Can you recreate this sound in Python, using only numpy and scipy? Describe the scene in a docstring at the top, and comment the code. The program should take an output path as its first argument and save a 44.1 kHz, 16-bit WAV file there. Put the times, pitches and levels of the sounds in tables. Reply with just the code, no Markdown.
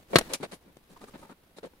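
"""Plastic lid and box cutter

A plastic storage lid is swung round and set down with a slap and a clatter, close by in a small room.
Each blow rings its low modes under a short crack of higher ones; sleeve and hand rustle faintly on it.
Then a box cutter is set on its edge: the blade clicks, scrapes, creaks and catches in short slips,
and the lid knocks as it gives."""
import sys
import numpy as np
from scipy import signal
from scipy.fft import rfft, irfft
from scipy.io import wavfile
from scipy.ndimage import uniform_filter1d

SR = 44100
rng = np.random.default_rng(int(sys.argv[2]) if len(sys.argv) > 2 else 0)


def wav_out(sig):
    """Save sig, one row per channel (or a flat mono array), as 16-bit PCM at SR to the path in sys.argv[1]."""
    wavfile.write(sys.argv[1], SR, np.round(np.clip(np.atleast_2d(sig).T, -1, 1) * 32767).astype(np.int16))


N = 79380
EVENT_SAMPLES = 8192


def amp(db):
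    """Decibels to gain."""
    return 10 ** (np.asarray(db) / 20)


def curve_at(points, hz):
    """Interpolate on a log-frequency axis."""
    points_hz, values = np.transpose(points)
    return np.interp(np.log(hz + 1), np.log(points_hz + 1), values)


def add(mix, start_s, sound):
    """Lay a stereo sound into the mix."""
    part = mix[:, max(round(start_s * SR), 0):][:, :sound.shape[1]]
    part += sound[:, :part.shape[1]]


def pan(left_over_right_db):
    """Left and right gains."""
    return amp(np.array([[left_over_right_db], [-left_over_right_db]]) / 2)


def freqs(size):
    """FFT bin frequencies, floored at 1 Hz."""
    return np.maximum(np.fft.rfftfreq(size, 1 / SR), 1)


def white(size):
    """Two independent white noises."""
    return rng.standard_normal((2, size))


# Left-right likeness: freq_hz, correlation
STEREO_LIKENESS = [(60, 1), (350, 0.77), (700, 0.62), (1400, 0.046), (3000, 0.013), (15000, 0.17)]


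def colour(noise, octave_db):
    """Partly correlate two white signals and shape their level per octave, minimum phase."""
    size = noise.shape[1]
    hz = freqs(size)
    left, independent = rfft(noise)
    likeness = np.clip(curve_at(STEREO_LIKENESS, hz), -1, 1)
    right = likeness * left + np.sqrt(1 - likeness ** 2) * independent
    gain = amp(octave_db) * np.sqrt(SR / (2 * np.log(2) * np.maximum(hz, 20)))
    cepstrum = irfft(np.log(gain), size)
    cepstrum[1:size // 2] *= 2
    cepstrum[size // 2 + 1:] = 0
    return irfft(np.array([left, right]) * np.exp(rfft(cepstrum)), size)


def band_decay(x, t60_curve, bands=9):
    """Each band decays at its own rate."""
    size = x.shape[1]
    hz, t, spectrum = freqs(size), np.arange(size) / SR, rfft(x)
    centres_hz = np.geomspace(60, 15000, bands)
    decayed = 0
    for centre_hz, weights in zip(centres_hz, np.eye(bands)):
        band = irfft(spectrum * np.interp(np.log(hz), np.log(centres_hz), weights))
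        decayed += band * amp(-60 * t / curve_at(t60_curve, centre_hz))
    return decayed


def shelves_db(hz, bass_db, treble_db, bass_hz=324, treble_hz=4450):
    """Bass and treble shelves."""
    return bass_db / (1 + (hz / bass_hz) ** 2) + treble_db / (1 + (treble_hz / hz) ** 4)


def resonance_db(hz, centre_hz, height_db, half_width_oct):
    """One resonant peak."""
    return height_db / (1 + (np.log2(hz / centre_hz) / half_width_oct) ** 2)


def ripple_db(size, width_hz=140, spread_db=0.5):
    """Each contact favours its own set of closely spaced modes."""
    window = np.hanning(max(3, round(2 * width_hz * size / SR)))
    ripple = signal.fftconvolve(rng.standard_normal(size // 2 + 1), window, "same")
    return spread_db * ripple / ripple.std() * np.minimum(freqs(size) / 1500, 1)


def struck_modes(modes, pitch_ratio, right_lag_s=0.00016, lowest_hz=131):
    """Modes struck together, with little sounding below lowest_hz."""
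    t = np.maximum(np.arange(EVENT_SAMPLES) / SR - np.array([[0], [right_lag_s]]), 0)
    ring = sum(amp(db - 60 * t / t60_s) * np.sin(2 * np.pi * hz * pitch_ratio * t)
               for hz, db, t60_s in modes)
    return signal.sosfilt(signal.butter(3, lowest_hz, "highpass", fs=SR, output="sos"), ring)


# Still room: freq_hz, octave_db
HUSH_SPECTRUM = [(25, -79.5), (45, -88), (72, -68), (110, -83), (170, -74), (300, -72), (500, -73.5),
                 (1200, -75), (4000, -75), (7000, -84), (10000, -74), (15000, -73.5)]


def room_hush():
    """Steady, faint noise of the still room."""
    return colour(white(N), curve_at(HUSH_SPECTRUM, freqs(N)))


# Room decay: freq_hz, t60_s
ROOM_DECAY = [(100, 0.077), (500, 0.043), (2000, 0.35), (8000, 0.27), (15000, 0.6)]


def room_reverb(near, gain_db=-22.5, rise_s=0.0012, size=32768):
    """Short diffuse tail of a furnished room."""
    flat_noise = colour(white(size), 10 * np.log10(freqs(size)))
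    onset = np.minimum(np.arange(size) / SR / rise_s, 1) ** 2
    tail = band_decay(flat_noise, ROOM_DECAY) * onset
    tail /= np.linalg.norm(tail[0])
    return amp(gain_db) * signal.fftconvolve(near, tail, axes=1)[:, :N]


# Sleeve and hand sliding on the lid: time_s, level_db
SLEEVE_ENVELOPE = [(0, -65), (0.076, -75), (0.117, -59.5), (.3, -60.5), (.4, -72.5), (0.503, -67),
                   (0.602, -76), (0.851, -76), (0.949, -68), (1.25, -68), (1.362, -80), (1.55, -75.5),
                   (1.8, -75.5)]
# Rustle: freq_hz, octave_db
SLEEVE_SPECTRUM = [(60, -2.5), (170, -1), (300, 4.5), (600, -1), (2000, -1.5), (5000, -2), (10000, -4.5),
                   (15000, -2.5)]


def sleeve_rustle(grain_db=2.5):
    """Cloth and skin slide on plastic with a faint, grainy rustle."""
    grain = uniform_filter1d(rng.standard_normal(N), 300)
    slide_db = np.interp(np.arange(N) / SR, *np.transpose(SLEEVE_ENVELOPE))
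    envelope = amp(slide_db + grain_db * grain / grain.std())
    return colour(envelope * white(N), curve_at(SLEEVE_SPECTRUM, freqs(N)))


# Rim modes: freq_hz, level_db, t60_s
RIM_MODES = [(682, -13.5, 0.026), (930, 0, 0.05), (1252, -2, 0.069), (2000, -10.5, 0.038)]
# Blade catching in the rim: start_s, gain_db, pitch_ratio
BLADE_CATCHES = [(.9665, -56, 0.78), (1.0150, -49, 0.98), (1.1375, -53, 1.02), (1.2292, -44.5, 0.99),
                 (1.2505, -50.5, 0.98), (1.2968, -46, 1), (1.3215, -59, 1.1)]


def blade_catch(gain_db, pitch_ratio):
    """The blade sticks and lets go, ringing the rim; the grip shifts the pitch."""
    return amp(gain_db) * struck_modes(RIM_MODES, pitch_ratio)


# Scraped plastic: freq_hz, octave_db
SCRAPE_SPECTRUM = [(40, -26), (100, -28.5), (170, -0.5), (350, 0.5), (600, -1.5), (1200, -6.5), (2300, -6),
                   (4100, -6), (5600, -8), (10000, -2.5), (14000, -19.5)]
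# Lid resonances under the blade: centre_hz, width_hz, height_db
PANEL_RESONANCES = [(552, 70, 7), (984, 390, 4), (1720, 260, 4.5), (2320, 67, 8.5), (3252, 120, 0),
                    (3870, 420, 6), (4440, 230, 4.5)]
# Scrapes and creaks: start_s, length_s, gain_db, ring_hz, ring_db, bass_db, treble_db
SCRAPE_STROKES = [(.098, 0.089, -64, 465, 13.5, 18, 9), (.1305, 0.017, -37.5, 566, 19.5, -4, -19.5),
                  (.143, 0.015, -45, 566, 11.5, 7, 0.5), (.192, 0.028, -60, 370, 22.5, 13, -16),
                  (.245, 0.053, -58, 480, -6, 11.5, -3), (.286, 0.076, -47.5, 480, 6, -4, -3.5),
                  (.331, 0.033, -47, 2520, 13.5, -3.5, 12), (.402, 0.03, -55.5, 273, 10.5, 9.5, -4),
                  (.426, 0.032, -40, 430, 5, -5, -7), (.448, 0.022, -53, 645, 3, -5, -4),
                  (.513, 0.034, -47, 467, 1.5, -6.5, -1), (.645, 0.076, -69.5, 297.6, -2.5, 15.5, -7.5),
                  (.893, 0.059, -66.5, 258.7, 5.5, 9.5, 4.5), (.958, 0.024, -69, 1122, 23.5, -12, -9.5),
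                  (1.005, 0.054, -63, 1070, 8.5, 12.5, 4), (1.07, 0.036, -64.5, 1210, 12.5, 8, 7),
                  (1.135, 0.039, -52.5, 540, -2, 4, -13.5), (1.172, 0.094, -68.5, 1240, 7, 11, 8.5),
                  (1.212, 0.079, -67.5, 860, 11, 1, -6), (1.288, 0.05, -62, 1254, 13, 11, -1),
                  (1.563, 0.038, -59.5, 4190, 6, 5, 3), (1.6275, 0.033, -51, 421, 11.5, 2.5, -9.5),
                  (1.652, 0.029, -58, 527, 8, 2, -4.5)]


def scrape(length_s, gain_db, ring_hz, ring_db, bass_db, treble_db, size=EVENT_SAMPLES):
    """Uneven slips and fine rubbing drive the plastic, which rings at a pitch set by the grip."""
    slips_per_s, slip_spread_db, rub_share = 1200, 2.5, 0.55
    rise_share, fall_share = 0.25, 0.47
    progress, hz = np.arange(size) / SR / length_s, freqs(size)
    ramp = np.minimum(progress / rise_share, (1 - progress) / fall_share)
    stroke = np.sin(np.pi / 2 * np.clip(ramp, 0, 1))
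    slips = rng.choice([-1., 1.], (2, size)) * amp(slip_spread_db * rng.standard_normal(size))
    slips *= rng.random(size) < slips_per_s / SR
    slips /= np.sqrt(np.sum((slips * stroke) ** 2) / (2 * np.sum(stroke ** 2)) + 1e-12)  # unit power
    drive = stroke * (np.sqrt(1 - rub_share) * slips + np.sqrt(rub_share) * white(size))
    peaks_db = resonance_db(hz, ring_hz, ring_db, half_width_oct=0.31) + ripple_db(size)
    peaks_db += sum(height_db / (1 + (2 * (hz - centre_hz) / width_hz) ** 2)
                    for centre_hz, width_hz, height_db in PANEL_RESONANCES)
    octave_db = gain_db + curve_at(SCRAPE_SPECTRUM, hz) + peaks_db + shelves_db(hz, bass_db, treble_db)
    return colour(drive, octave_db) * pan(0.8)


# Hard contact: freq_hz, octave_db
CLICK_SPECTRUM = [(60, -28), (200, -11.5), (600, -2), (1300, -5.5), (2400, -3.5), (4200, -0.5),
                  (7800, -4.5), (10200, -1), (12500, -8.5), (16000, -15.5)]
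# Clicks of cutter and rim: start_s, gain_db, t60_s, bass_db, pan_db, ring_hz
HARD_CLICKS = [(.1850, -18.5, 0.0092, 2.5, -8, 5300), (.1864, -19, 0.025, -15, 2, 9500),
               (.2114, -41, 0.016, -5, 4, 3520), (.3347, -26.5, 0.064, -25, 1.5, 6700),
               (.5195, -57, 0.026, -11, 10, 4200), (.5408, -51, 0.084, 9.5, 2, 10000),
               (.7695, -54.5, 0.015, 18, 5.5, 8560), (1.0148, -55.5, 0.023, -9, 5, 1910),
               (1.0402, -55, 0.012, -3, 0, 3480), (1.5852, -52.5, .016, 7.5, 4, 4120),
               (1.6558, -56.5, 0.037, 8, 0, 8300)]


def click(gain_db, t60_s, bass_db, pan_db, ring_hz, rise_s=0.0006, size=EVENT_SAMPLES):
    """Small hard parts meet: a brief, bright, dense ring with a peak at the part's own pitch."""
    t, hz = np.arange(size) / SR, freqs(size)
    noise = white(size)
    peaks_db = resonance_db(hz, ring_hz, height_db=6.5, half_width_oct=0.25) + ripple_db(size)
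    ring = colour(noise, curve_at(CLICK_SPECTRUM, hz) + peaks_db + shelves_db(hz, bass_db, 0))
    envelope = amp(gain_db - 60 * t / t60_s) * np.minimum(t / rise_s, 1)
    return ring * envelope * pan(pan_db)


# Lid modes: freq_hz, level_db, t60_s
LID_MODES = [(165.8, -17.5, 0.059), (365.1, -14, 0.041), (493, -13.5, 0.034), (595, -19, 0.035),
             (668, -25, 0.076), (1119.4, -17.5, 0.049), (1230, -24, 0.071), (1294, -25, 0.1),
             (1595, -21, 0.048), (1908, -21.5, .05), (2710, -25.5, 0.025), (3390, -25, 0.035),
             (3980, -22.5, .05), (4260, -19, 0.065)]
# Crack of the many higher modes: freq_hz, octave_db
CRACK_SPECTRUM = [(30, -35.5), (90, -35), (250, -32.5), (500, -21), (1000, -23.5), (1900, -15),
                  (4200, -16.5), (6200, -26), (10000, -22), (14000, -34)]
# Crack decay: freq_hz, t60_s
CRACK_DECAY = [(60, 0.15), (400, 0.019), (2500, .045), (8000, 0.049), (15000, 0.037)]


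def lid_blow(pitch_ratio, rise_s=0.001, size=EVENT_SAMPLES):
    """A blow rings the lid's low modes with a short crack."""
    t = np.arange(size) / SR
    crack = colour(white(size), curve_at(CRACK_SPECTRUM, freqs(size)) + ripple_db(size))
    crack = band_decay(crack, CRACK_DECAY) * (1 - np.exp(-t / rise_s))
    return (struck_modes(LID_MODES, pitch_ratio) + crack) * pan(3)


# Lighter knocks of the lid: start_s, gain_db, highpass_hz, lowpass_hz, pitch_ratio
LID_KNOCKS = [(.1610, 0, 870, 5000, 1.03), (.1866, -9, 250, 2490, 1.68), (.2112, -11, 323, 770, 1.35),
              (.3085, -26, 460, 1000, 1.85), (.3425, -26.5, 153, 294, 0.81), (.4015, -20.5, 144, 153, 0.75),
              (.4360, -18, 152.2, 1100, 0.9), (.7682, -38.5, 263, 1620, 1.1), (1.0402, -23, 201, 517, 1.2),
              (1.1575, -27, 137, 404, 0.78), (1.2975, -33, 247, 500, 1.05), (1.3230, -30, 195.3, 590, 0.88),
              (1.5850, -24.5, 280, 650, 1.24), (1.6385, -18, 293, 220, 1.237),
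              (1.6482, -17.5, 217, 230, 0.85), (1.7348, -37, 215.6, 650, 0.76)]


def lid_knock(gain_db, highpass_hz, lowpass_hz, pitch_ratio, hand_t60_s=0.098, tick_gain=0.0094):
    """A blow damped by the hand; a smaller contact has less bass, a softer one less treble."""
    highpass = signal.butter(2, highpass_hz, "highpass", fs=SR, output="sos")
    blow = signal.sosfilt(highpass, lid_blow(pitch_ratio))
    blow *= amp(-60 * np.arange(blow.shape[1]) / SR / hand_t60_s)
    pole = np.exp(-2 * np.pi * lowpass_hz / SR)
    dulled = signal.lfilter([1 - pole], [1, -pole], blow)
    return amp(gain_db) * (dulled + tick_gain * blow)


def lid_slap(gain_db=3.5):
    """The lid lands and rings freely."""
    return amp(gain_db) * lid_blow(pitch_ratio=1)


def scene():
    """Sleeve, cutter and lid in the room."""
    near = sleeve_rustle()
    hush = room_hush()
    add(near, start_s=0.1575, sound=lid_slap())
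    for events, source in ((LID_KNOCKS, lid_knock), (HARD_CLICKS, click),
                           (BLADE_CATCHES, blade_catch), (SCRAPE_STROKES, scrape)):
        for start_s, *settings in events:
            add(near, start_s, source(*settings))
    return near + room_reverb(near) + hush


def record(dry):
    """Clip at full scale, then band-limit."""
    cutoff_hz = 15800
    lowpass = signal.firwin(255, cutoff_hz, window=("kaiser", 9), fs=SR)
    return signal.oaconvolve(np.clip(dry, -1, 1), lowpass[None], "same")


dry = scene()
out = record(dry)
wav_out(out)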